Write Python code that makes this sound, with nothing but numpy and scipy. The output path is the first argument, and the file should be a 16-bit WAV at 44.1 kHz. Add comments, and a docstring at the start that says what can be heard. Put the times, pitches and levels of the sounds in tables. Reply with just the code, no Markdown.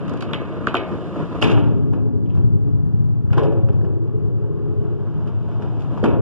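"""A skateboard crosses the concrete, hops, slams and grinds onto a steel ramp and rides up to the deck,
where the board clatters down; wheels approach again and hit the ramp at the end. Wheels are shaped noise,
the board is a set of ringing modes, and the steel sheets are randomly shaken modes that boom long after
every blow. A two-port microphone rests on the ramp's rail, with a distant town behind."""
import sys
import numpy as np
from scipy import signal
from scipy.fft import rfft, irfft, next_fast_len
from scipy.io import wavfile
from scipy.ndimage import uniform_filter1d

SR = 44100
rng = np.random.default_rng(int(sys.argv[2]) if len(sys.argv) > 2 else 0)


def inscribe(sig):
    """Save sig as 16-bit PCM at rate SR to the path in sys.argv[1].

    A 1-D sig is mono; a 2-D sig holds one channel per row.
    Samples are clipped to [-1, 1] before scaling.
    """
    pcm = np.round(np.clip(np.atleast_2d(sig).T, -1, 1) * 32767)
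    wavfile.write(sys.argv[1], SR, pcm.astype(np.int16))


N = 273861
TIME = np.arange(N) / SR   # s


# wheels rolling close by: arrive_s, leave_s, rumble_db, roar_db, howl_db, whirr_db, hiss_db
PASSES = [(0.0, 0.54, -42.5, -37, -45, -52, -55.5), (1.082, 1.564, -40.5, -37.5, -44, -52, -49.5),
          (2.35, 2.691, -59.5, -69, -63, -82, -79.5), (5.799, 6.091, -41.5, -42, -41, -58.5, -54)]
APPROACH_DB_PER_S, LEAVE_DB_PER_S = 8, 47
HOWL_FADES, HISS_FADES = 1.6, 1.27   # times the roar's fade with distance; whirr fades like hiss


def rolling():
    """Gains of five layers: wheels draw near slowly and fall away fast, howl and treble more steeply."""
    near = [swell(arrive_s, leave_s, APPROACH_DB_PER_S, LEAVE_DB_PER_S)
            for arrive_s, leave_s, *_ in PASSES]
    layers_db = np.transpose(PASSES)[2:]
    fades = [1, 1, HOWL_FADES, HISS_FADES, HISS_FADES]
    return [together(from_db(db) * nearness ** fade for db, nearness in zip(levels_db, near))
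            for levels_db, fade in zip(layers_db, fades)]


# colour of the rolling noise: pitch_hz, level_db (relative, per Hz)
WHEELS = [(40, -8), (90, 4), (170, 12.5), (260, -0.5), (430, -5.5), (600, -8.5), (850, -8.5), (1000, -10),
          (1400, -18.5), (1950, -30.5), (2800, -24.5), (4500, -42.5), (8000, -53), (14000, -67)]
# tones of the rail, set singing by wheels and board: pitch_hz, width_hz (half of one pass's), level_db
SINGING = [(631.5, 3.2, 9.5), (970, 1.3, 0.5), (1216, 5.5, 0.5)]


def wheels(roar_db=0.5, hiss_db=-2.0, rough_db=1.4, patchy_db=2.4, grain_db=0.6, singing_db=-19.0):
    """Hard wheels on a grainy, patchy surface roar bumpily, make the rail sing and hiss when near."""
    rumble, roar, howl, whirr, hiss = rolling()
    contact = noise(WHEELS, ripple_db=2.0)
    hollow = band(noise(WHEELS, ripple_db=2.0), 620, 1020)
    bumps_db = rough_db * flutter(70) + patchy_db * flutter(14)

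    low = rumble * band(contact, 40, 300) + howl * hollow
    low = low + roar * (band(contact, 300, 620) + band(contact, 1020, 2000))
    low = low / np.std(band(contact, 650, 1700))
    low = low + from_db(singing_db) * roar * humming(SINGING, even_s=0.71, apart_db=-14.5)

    high = whirr * band(contact, 2000, 4200) + hiss * band(contact, 4200, 15000)
    high = high / np.std(band(contact, 2400, 7000))
    gritty_db = bumps_db / 2 + grain_db * flutter(550)
    return low * from_db(roar_db + bumps_db) + high * from_db(hiss_db + gritty_db)


def grit(per_s=55, grit_db=-4.0, size_db=3.5):
    """Grains and pits under the wheels tick against the board at random, louder with the roar."""
    roar = rolling()[1]
    sizes = from_db(size_db * np.minimum(rng.exponential(1, N), 3)) * rng.choice([-1, 1], N)
    hits = (rng.random(N) < per_s / SR) * sizes * roar * from_db(grit_db)
    shares_db = [10, 0.0, -11.5, -18.5]   # per zone
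    return sum(from_db(db) * board(hits, *zone) for zone, db in zip(ZONES, shares_db))


# the board's plywood and trucks: pitch_hz, level_db, t60_s
BOARD = [(278, -15, 0.027), (450, -6.5, 0.071), (553, -14.5, 0.056), (692, -7.5, 0.055), (1120, -3, 0.021),
         (1180, 0.5, 0.015), (1450, -4, 0.017), (2457, -21, 0.11), (2706, -16.5, 0.089), (2872, -4, 0.011),
         (2995, -19, 0.15), (3270, -15, 0.029), (4330, -1.5, 0.0052), (6500, -8, 0.0094),
         (8570, -14, 0.017)]
# ranges of thump, knock, truck ring and tick (or crack): low_hz, high_hz
ZONES = [(120, 750), (750, 1900), (1900, 4000), (4500, 15000)]


def board(hits, low_hz, high_hz, skirt=0.69):
    """Contacts ring the board's modes within one range of pitch, with alternating sign."""
    rings = sum((-1) ** k * from_db(db) * ring(hits, hz, t60)
                for k, (hz, db, t60) in enumerate(BOARD) if low_hz <= hz < high_hz)
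    return band(rings, skirt * low_hz, high_hz, order=2)


# the board on open concrete: start_s, thump_db, wooden knock_db, truck ring_db, tick_db
CLACKS = [(0.08, -36, -29, -34, -44), (0.095, -32.5, -28.5, -45, -40), (0.137, -22, -29, -46, -42),
          (.173, -39.5, -39, -39, -45), (0.208, -42, -28.5, -29, -34.5), (0.223, -19.5, -23, -27, -35.5),
          (.334, -33.5, -16, -14.5, -37.5), (0.346, -42, -25, -34, -46), (.670, -15, -11.5, -20.5, -32),
          (.683, -27, -20.5, -21.5, -57), (0.743, -11.5, -20.5, -25.5, -34.5),
          (.753, -11, -13.5, -14.5, -47), (0.759, -17, -17.5, -24, -46), (0.768, -23, -24, -15, -39)]
FLEX_S, THUMP_LAG_S = 0.0016, 0.0032   # after the tick the plywood knocks, then thumps


def clacks(crunch_db=-7.5, crunch_t60=0.015, rail_db=-26.0, rail_t60=1.5):
    """Tail and wheels strike concrete: board rings, grit crunches, the park scatters it, the rail sings."""
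    times, thump_db, knock_db, ring_db, tick_db = np.transpose(CLACKS)
    parts = [(THUMP_LAG_S, thump_db), (FLEX_S, knock_db), (0, ring_db), (0, tick_db)]
    echoes = [(-16.5, 1.0), (-22.0, 0.8), (-22.0, 0.41), (-17.5, 0.18)]   # per zone: level_db, t60_s
    scatter = noise(STEEL, ripple_db=5.0)
    out = 0
    for zone, (lag_s, level_db), (echo_db, t60) in zip(ZONES, parts, echoes):
        hits = clicks(times + lag_s, from_db(level_db))
        crunch = from_db(crunch_db) * dying(hits, crunch_t60, rise_s=0.00033)
        echo = from_db(echo_db) * dying(hits, t60, rise_s=0.0036)
        out = out + board(hits, *zone) + (crunch + echo) * rms_one(band(scatter, *zone))
    rail = dying(clicks(times, from_db(knock_db + rail_db)), rail_t60, rise_s=0.019)
    return out + rail * humming(SINGING, even_s=0.2, apart_db=-24.5)


# clean, square contacts, plywood low and trucks high: start_s, peak_db, pitch_hz, width_hz
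TOCKS = [(.3345, -17.5, 3160, 950), (.344, -18.5, 3070, 600), (0.6715, -4.5, 1354, 468),
         (0.7432, -8, 1240, 414), (.745, -12, 560, 422), (0.7518, -17.5, 3000, 700),
         (1.4206, -15, 2760, 370), (1.4253, -7, 2830, 381), (1.573, -29.5, 2850, 500),
         (1.934, -40, 1230, 600), (3.304, -35, 1330, 600), (3.331, -25.5, 1450, 803),
         (3.3789, -14.5, 1115, 623), (3.523, -20.5, 537, 300.5), (3.687, -33, 1280, 394),
         (3.812, -44, 1630, 300), (3.847, -38.5, 1414, 600), (3.86, -58, 2840, 300),
         (5.976, -24.5, 1000, 600), (6.03, -12, 369, 300), (6.04, -16, 1300, 798), (6.0395, -26, 3140, 600)]


def tocks():
    """A cluster of close board modes swells and dies within a few milliseconds: a dry, pitched knock."""
    out = 0
    for start_s, peak_db, hz, width_hz in TOCKS:
        click = clicks(np.array([start_s]), [1])
        note = band(click, hz - width_hz / 2, hz + width_hz / 2, order=3)
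        out = out + from_db(peak_db) * note / np.abs(note).max()
    return out


# the whole board bends under the rider's weight with a hollow pop: start_s, level_db, pitch_hz, t60_s
POPS = [(0.674, -14, 224, 0.025), (6.038, -9.5, 222, 0.065)]


def pops():
    """The board's lowest bending note, damped at once by the rider's feet."""
    return sum(ring(clicks(np.array([start_s]), from_db([db])), hz, t60) for start_s, db, hz, t60 in POPS)


# trucks grind over the steel edge: start_s, end_s, level_db, fade_db_per_s
GRINDS = [(1.425, 1.421, -22.5, 900), (1.439, 1.5, -37.5, 117.5)]
GRIND_BITE_DB_PER_S = 2999


def grinding(slips_per_s=900, uneven_db=7.0, judder_db=5.5, rasp_db=-20.5):
    """Metal sticks and slips on steel: dense, uneven tiny jolts ring the trucks and rasp above them."""
    sizes_db = uneven_db * rng.uniform(-1.6, 1, N) + judder_db * flutter(150)
    slips = (rng.random(N) < slips_per_s / SR) * rng.choice([-1, 1], N) * from_db(sizes_db)
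    pressure = together(from_db(db) * swell(start_s, end_s, GRIND_BITE_DB_PER_S, fade)
                        for start_s, end_s, db, fade in GRINDS)
    trucks = rms_one(band(board(slips, *ZONES[2]), 2400, 3700, order=2))
    rasp = rms_one(band(slips, 4400, 6000, order=2))
    return pressure * (trucks + from_db(rasp_db) * rasp)


# blows on the ramp: start_s, strength_db, then relative to it knock_db, ring_db, crack_db,
# first touch_db, and place (0 riding sheet to 1 deck plate)
SLAMS = [(1.424, -21.5, 8.5, 13.5, 14, -2, .15), (1.439, -25, 5.5, 14, 10.5, -9.5, .15),
         (1.471, -28.5, 1.5, -1, 9, -10.5, 0.17), (1.499, -29.5, 5.5, 11.5, 8, -7, 0.12),
         (1.514, -31.5, 4.5, 12.5, 12, -11.5, 0.11), (1.575, -27.5, 4, -3, -9, -9, 0.11),
         (1.934, -34, 1, -5, -3, 2, 0.15), (2.259, -52, -17, 6, 2.5, 1.5, 0.9),
         (2.3, -46.5, 1, 6.5, 0, 2.5, 0.63), (2.351, -48.5, 6.5, -5, 9.5, 2, .8),
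         (2.373, -45, 5, -3, 3, -3.5, 0.73), (3.305, -50, 8.5, 7, 0, -12, 0.88),
         (3.329, -30.5, 5, 4, 3, -7, 0.83), (3.380, -23.5, 2.5, 0, 0, 1.5, 0.83),
         (3.393, -30.5, 4.5, 3, -8, -8.5, .8), (3.432, -32, -1, 1, 4, 0.5, 0.49),
         (3.467, -35, -6, -14, -12, -6.5, 0.56), (3.526, -34, -10.5, -8.5, -6, -5, 0.42),
         (3.569, -39, -2, -3, -6, -6.5, 0.74), (3.686, -36.5, 0.5, -3, -6, -9, 1),
         (3.728, -49, 0.5, -6, 4, -9, .8), (3.813, -48.5, 3.5, -7, 2, -8, 0.82),
         (3.848, -36.5, -1, -10, -7, 1.5, 0.68), (4.074, -50, -1, -2, -1.5, -5.5, .8),
         (5.274, -44, 7.5, 4, 7, -16, 0.97), (5.514, -45.5, 6, 0, 4, -6, .6),
         (5.621, -36.5, 2.5, 1, 3, -4, .5), (5.806, -49.5, 9.5, 7, 14, 3, 0.59),
         (5.82, -48, 5, 4, 13, -8, .5), (5.975, -39, 7, -6, 3, -5, .5), (6.04, -18, 2, -2, -0.5, -6, 0.41),
         (6.055, -25.5, 0.5, 2, -11, -4, 0.36), (6.11, -31.5, -10, -10, -14, -7, .3)]
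# thud, knock, ring and crack of a blow: level_db, first touch_db
SLAM_PARTS = [(2, -2.5), (-7, -10.5), (-14, -18.5), (-24, -6.5)]
# colour of the dense steel wash, also of the park's scatter: pitch_hz, level_db (relative, per Hz)
STEEL = [(100, -13), (155, 2), (240, 4.5), (330, 10.5), (430, 5.5), (550, 4), (660, -4.5), (1020, -1.5),
         (1500, -7), (2050, -15), (2550, -7.5), (2900, -12), (3400, -16.5), (4000, -20), (4700, -26),
         (7000, -38.5), (10000, -46.5), (14000, -61)]
TOUCH_LEAD_S = 0.009   # one pair of wheels touches just before the full blow


def landing(times, level_db, touch_db):
    """Each blow is a first touch, then the full hit."""
    full = clicks(times, from_db(level_db))
    return full + clicks(times - TOUCH_LEAD_S, from_db(level_db + touch_db))


def slams(strike_db=1.0, strike_t60=0.05, snap_db=-5.5, snap_t60=0.011):
    """The board strikes steel: a hard crack, then a wash of dense sheet modes whose highs die first."""
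    times, strength_db, knock_db, ring_db, crack_db, early_db, _ = np.transpose(SLAMS)
    colours_db = [0, knock_db, ring_db, crack_db]
    # per zone: board_db, wash_db, wash t60_s
    shares = [(1.2, -2, 1.0), (1.8, -8.5, 0.7), (6.3, -8, 0.48), (3, -3.5, 0.15)]
    steel = noise(STEEL, ripple_db=2.0)
    out = 0
    for zone, colour_db, (part_db, touch_db), (board_db, wash_db, t60) in zip(
            ZONES, colours_db, SLAM_PARTS, shares):
        low_hz, high_hz = zone
        hits = landing(times, strength_db + part_db + colour_db, touch_db + early_db)
        snap = from_db(snap_db) * dying(hits, snap_t60, rise_s=0.000097)   # the instant of contact
        strike = from_db(strike_db) * dying(hits, strike_t60, rise_s=0.0011)
        tail = from_db(wash_db) * dying(hits, t60, rise_s=0.0024)
        wash = together([snap, strike, tail]) * rms_one(band(steel, *zone))
        out = out + from_db(board_db) * board(hits, *zone)
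        out = out + band(wash, low_hz / 2, 2 * high_hz, order=2)
    return out


# trucks and tail hit the steel squarely and draw a note: start_s, level_db, favoured pitch_hz
KNOCKS = [(1.426, -17.5, 418), (3.334, -29, 1410), (3.38, -14, 1050), (3.394, -17.5, 417),
          (3.425, -15, 557), (3.459, -14.5, 480), (3.524, -18.5, 554), (6.051, -23, 330)]
# what the steel rings with under such a knock: pitch_hz, level_db, t60_s
PLATE = [(343, -1, 0.11), (436.6, 4, 0.46), (487, -7, .13), (541.7, -5, 0.95), (780, -4.5, .12),
         (1040, -1, 0.055), (1390, 0, 0.053)]
FOCUS_DB_PER_OCTAVE = 51.5   # modes away from the favoured pitch answer less


def knocks():
    """Each square knock rings the steel's modes, most of all those near one pitch."""
    times, level_db, favoured_hz = np.transpose(KNOCKS)
    out = 0
    for hz, db, t60 in PLATE:
        off_pitch_db = FOCUS_DB_PER_OCTAVE * np.abs(np.log2(hz / favoured_hz))
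        out = out + ring(clicks(times, from_db(level_db + db - off_pitch_db)), hz, t60)
    return out


# the rider's weight comes down on the ramp: start_s, boom_db
FOOTFALLS = [(1.43, -12), (2.02, -26), (2.332, -10.5), (2.66, -15.5), (2.919, -13.5), (3.243, -12.5),
             (3.567, -12.5), (4.149, -17.5), (4.679, -19.5), (5.08, -19), (6.05, -15)]
FOOT_RISE_S, FOOT_T60_S = 0.0503, 2.13
# spells of steady shaking, as when wheels run somewhere on the steel:
# start_s, end_s, frame_db, riding sheet_db, deck plate_db, fade_db_per_s
RIDES = [(0.0, .22, -29.5, -30.5, -56, 26), (1.459, 2.075, -19, -25, -32, 8.5),
         (3.756, 4.91, -23, -38, -31, 27), (5.32, 6.21, -22.5, -47, -44, 9)]
RIDE_SWELL_DB_PER_S = 254.5
# modes of the ramp's frame: pitch_hz, width_hz (half the bandwidth of one pass), level_db (relative)
FRAME = [(66.4, 10, -11), (83.5, 27, -13), (109.1, 12.7, 5), (132, 11, -17), (149, 16.5, -5.5),
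         (160.4, 17, -10)]
# modes of the riding sheet, same columns: pitch_hz, width_hz, level_db
SHEET = [(184.8, 11, 2.5), (239.5, 6, 4.5), (260, 20, -15), (285.4, 7, 2)]
# modes of the deck plate, same columns: pitch_hz, width_hz, level_db
DECK = [(335.7, 18, -0.5), (394.3, 12, -1.5), (420.7, 8.4, 1), (459.5, 9.2, -12.5), (492.3, 9.9, -12.5),
        (544.2, 3, -10)]


def ramp(frame_rest_db=-36.5, sheet_rest_db=-51.0, deck_rest_db=-55.0, foot_sheet_db=-25.0,
         blow_sheet_db=2.5, blow_deck_db=5.0, sheet_t60=0.99, deck_t60=0.64, build_s=0.0092):
    """The hollow frame booms under the rider's weight; blows and wheels set sheet and deck droning."""
    steps_s, steps_db = np.transpose(FOOTFALLS)
    weight = dying(clicks(steps_s, from_db(steps_db)), FOOT_T60_S, FOOT_RISE_S)

    times, strength_db, *_, on_deck = np.transpose(SLAMS)
    sheet_hits = clicks(times, from_db(strength_db + blow_sheet_db) * (1 - on_deck))
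    deck_hits = clicks(times, from_db(strength_db + blow_deck_db) * on_deck)
    sheet_blows = dying(sheet_hits, sheet_t60, build_s)
    deck_blows = dying(deck_hits, deck_t60, build_s)

    frame_ride, sheet_ride, deck_ride = together(
        from_db(levels_db)[:, None] * swell(start_s, end_s, RIDE_SWELL_DB_PER_S, fade)
        for start_s, end_s, *levels_db, fade in RIDES)
    boom = together([from_db(frame_rest_db), frame_ride, weight])
    sheet = together([from_db(sheet_rest_db), sheet_ride, sheet_blows, from_db(foot_sheet_db) * weight])
    deck = together([from_db(deck_rest_db), deck_ride, deck_blows])
    return (boom * humming(FRAME, even_s=0.11, apart_db=-21.0)
            + sheet * humming(SHEET, even_s=0.021, apart_db=-12.0)
            + deck * humming(DECK, even_s=1.0, apart_db=-25.5))


def humming(modes, even_s, apart_db):
    """Steel modes shaken at random, each applied twice for steep skirts; steady in overall level."""
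    shaking = rng.standard_normal(N) + from_db(apart_db) * rng.standard_normal((2, N))
    out = 0
    for k, (hz, width_hz, level_db) in enumerate(modes):
        peak = signal.tf2sos(*signal.iirpeak(hz, hz / (2 * width_hz), fs=SR))
        shifted = np.roll(shaking, k * SR // 2, axis=1)   # each mode hears another stretch of the noise
        out = out + from_db(level_db) * signal.sosfilt(np.vstack([peak, peak]), shifted)
    power = uniform_filter1d(np.mean(out ** 2, axis=0), int(even_s * SR))
    return out / np.sqrt(power + 1e-12)


# colour of the distant town: pitch_hz, level_db (relative, per Hz)
PARK = [(40, -2), (150, 3.5), (500, -9), (1000, -11.5), (2000, -28.5), (4000, -42.5), (8000, -53),
        (14000, -57)]


def distant_town(level_db=-45.0):
    """Far-off sounds merge into steady noise with little treble."""
    return from_db(level_db) * noise(PARK)


# how alike noise is in left and right: pitch_hz, likeness (0 unrelated to 1 the same)
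LIKENESS = [(60, 0.65), (220, 0.38), (500, 0.93), (1100, 1), (1750, 0.67), (3000, 0.98), (7000, 0.78),
            (12000, 0.18)]


def noise(spectrum, ripple_db=0.0, mode_gap_hz=14):
    """Stereo noise of a given colour, partly alike left and right; crowded modes ripple its spectrum."""
    size = next_fast_len(N)
    hz = np.arange(size // 2 + 1) * SR / size
    modes = np.interp(hz / mode_gap_hz, np.arange(size), rng.standard_normal(size))
    colour = from_db(at_hz(spectrum, hz) + ripple_db * modes)
    mid, side = rfft(rng.standard_normal((2, size))) * colour
    alike = at_hz(LIKENESS, hz)
    both = np.sqrt(1 + alike) * mid + np.sqrt(1 - alike) * side * [[1], [-1]]
    return rms_one(irfft(both, size)[:, :N])


# left minus right level: pitch_hz, level_db
BALANCE = [(100, 2), (350, 2), (650, 0.5), (900, 0.8), (1300, -0.5), (3000, -1), (10000, -1.5)]


def stereo(x, lead):
    """Left and right differ in phase and strength; stereo widening leaves the bass nearly opposed."""
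    pad = SR // 10
    size = next_fast_len(N + 2 * pad)
    hz = np.arange(size // 2 + 1) * SR / size
    left, right = rfft(np.pad(x, [(0, 0), (pad, pad)], "reflect", reflect_type="odd"), size)
    tilt = from_db(at_hz(BALANCE, hz) / 2)
    turn = np.exp(-1j * np.interp(hz, *np.transpose(lead)))
    return irfft([left * tilt, right * turn / tilt], size)[:, pad:pad + N]


def from_db(db):
    """Decibels to gain."""
    return 10 ** (np.asarray(db) / 20)


def rms_one(x):
    """Scale to unit rms."""
    return x / np.sqrt(np.mean(x ** 2) + 1e-20)


def at_hz(points, hz):
    """Read a table on a log-frequency axis."""
    table = np.array(points)
    return np.interp(np.log(hz + 1), np.log(table[:, 0]), table[:, 1])


def band(x, low_hz, high_hz, order=4):
    """Causal band-pass."""
    edges_hz = [low_hz, min(high_hz, .45 * SR)]
    return signal.sosfilt(signal.butter(order, edges_hz, "band", fs=SR, output="sos"), x + 1e-18)


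def flutter(per_s):
    """Random wavering, with per_s fresh values a second joined by straight lines."""
    return np.interp(TIME * per_s, np.arange(N), rng.standard_normal(N))


def ring(x, hz, t60):
    """A unit click sets a decaying sine of height 1 ringing."""
    r = from_db(-60 / (t60 * SR))
    w = 2 * np.pi * hz / SR
    return signal.lfilter([0, np.sin(w)], [1, -2 * r * np.cos(w), r * r], x + 1e-18)


def clicks(times, gains):
    """One impulse for each contact."""
    return np.bincount(np.round(times * SR).astype(int), gains, minlength=N)[:N]


def dying(hits, t60, rise_s):
    """Envelope of the energy that each hit leaves behind: it builds up, then leaks away."""
    keep = from_db(-120 / (t60 * SR))   # energy, so twice the decibels
    lag = np.exp(-1 / (rise_s * SR))
    energy = signal.lfilter([1], [1, -keep], hits ** 2 + 1e-18)
    return np.sqrt(signal.lfilter([1 - lag], [1, -lag], energy))


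def swell(start_s, end_s, rise_db_per_s, fall_db_per_s):
    """Gain that rises until the start, holds to the end and fades."""
    before_s, after_s = np.maximum(start_s - TIME, 0), np.maximum(TIME - end_s, 0)
    return from_db(-rise_db_per_s * before_s - fall_db_per_s * after_s)


def together(gains):
    """Unrelated sounds add in power."""
    return np.sqrt(sum(g ** 2 for g in gains))


# phase by which left leads right in the widened stereo, for sound through the air: pitch_hz, lead_radians
AIR_LEAD = [(0, 3.14), (170, 3.14), (310, .3), (1500, -.15), (2050, -3.14), (2900, -6.2), (4150, -9.42),
            (5000, -12.5), (14000, -38.5)]
# the same for sound through the rail: pitch_hz, lead_radians
RAIL_LEAD = [(0, 3.14), (260, 3.85), (430, 4.5), (800, 6.1), (1500, 6.1), (2050, 3.14), (2900, .1),
             (4150, -3.14), (5000, -6.2), (14000, -32.2)]


def scene():
    """Wheels, board and town come through the air, the ramp through the rail; pops are alike left and right."""
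    through_air = wheels() + grit() + clacks() + tocks() + grinding() + distant_town()
    through_rail = ramp() + slams() + knocks()
    return stereo(through_air, AIR_LEAD) + stereo(through_rail, RAIL_LEAD) + pops()


CUTOFF_HZ, FADE_S = 14500, 0.004


def record(dry):
    """The microphone drops the deepest bass, the highest peaks are rounded, the end fades, the top is cut."""
    thin = signal.sosfilt(signal.butter(2, 42, "high", fs=SR, output="sos"), dry)
    rounded = thin / (1 + (thin / .92) ** 10) ** (1 / 10)
    faded = rounded * np.minimum(1, TIME[::-1] / FADE_S)
    return signal.sosfilt(signal.ellip(10, .1, 90, CUTOFF_HZ, fs=SR, output="sos"), faded)


dry = scene()
out = record(dry)
inscribe(out)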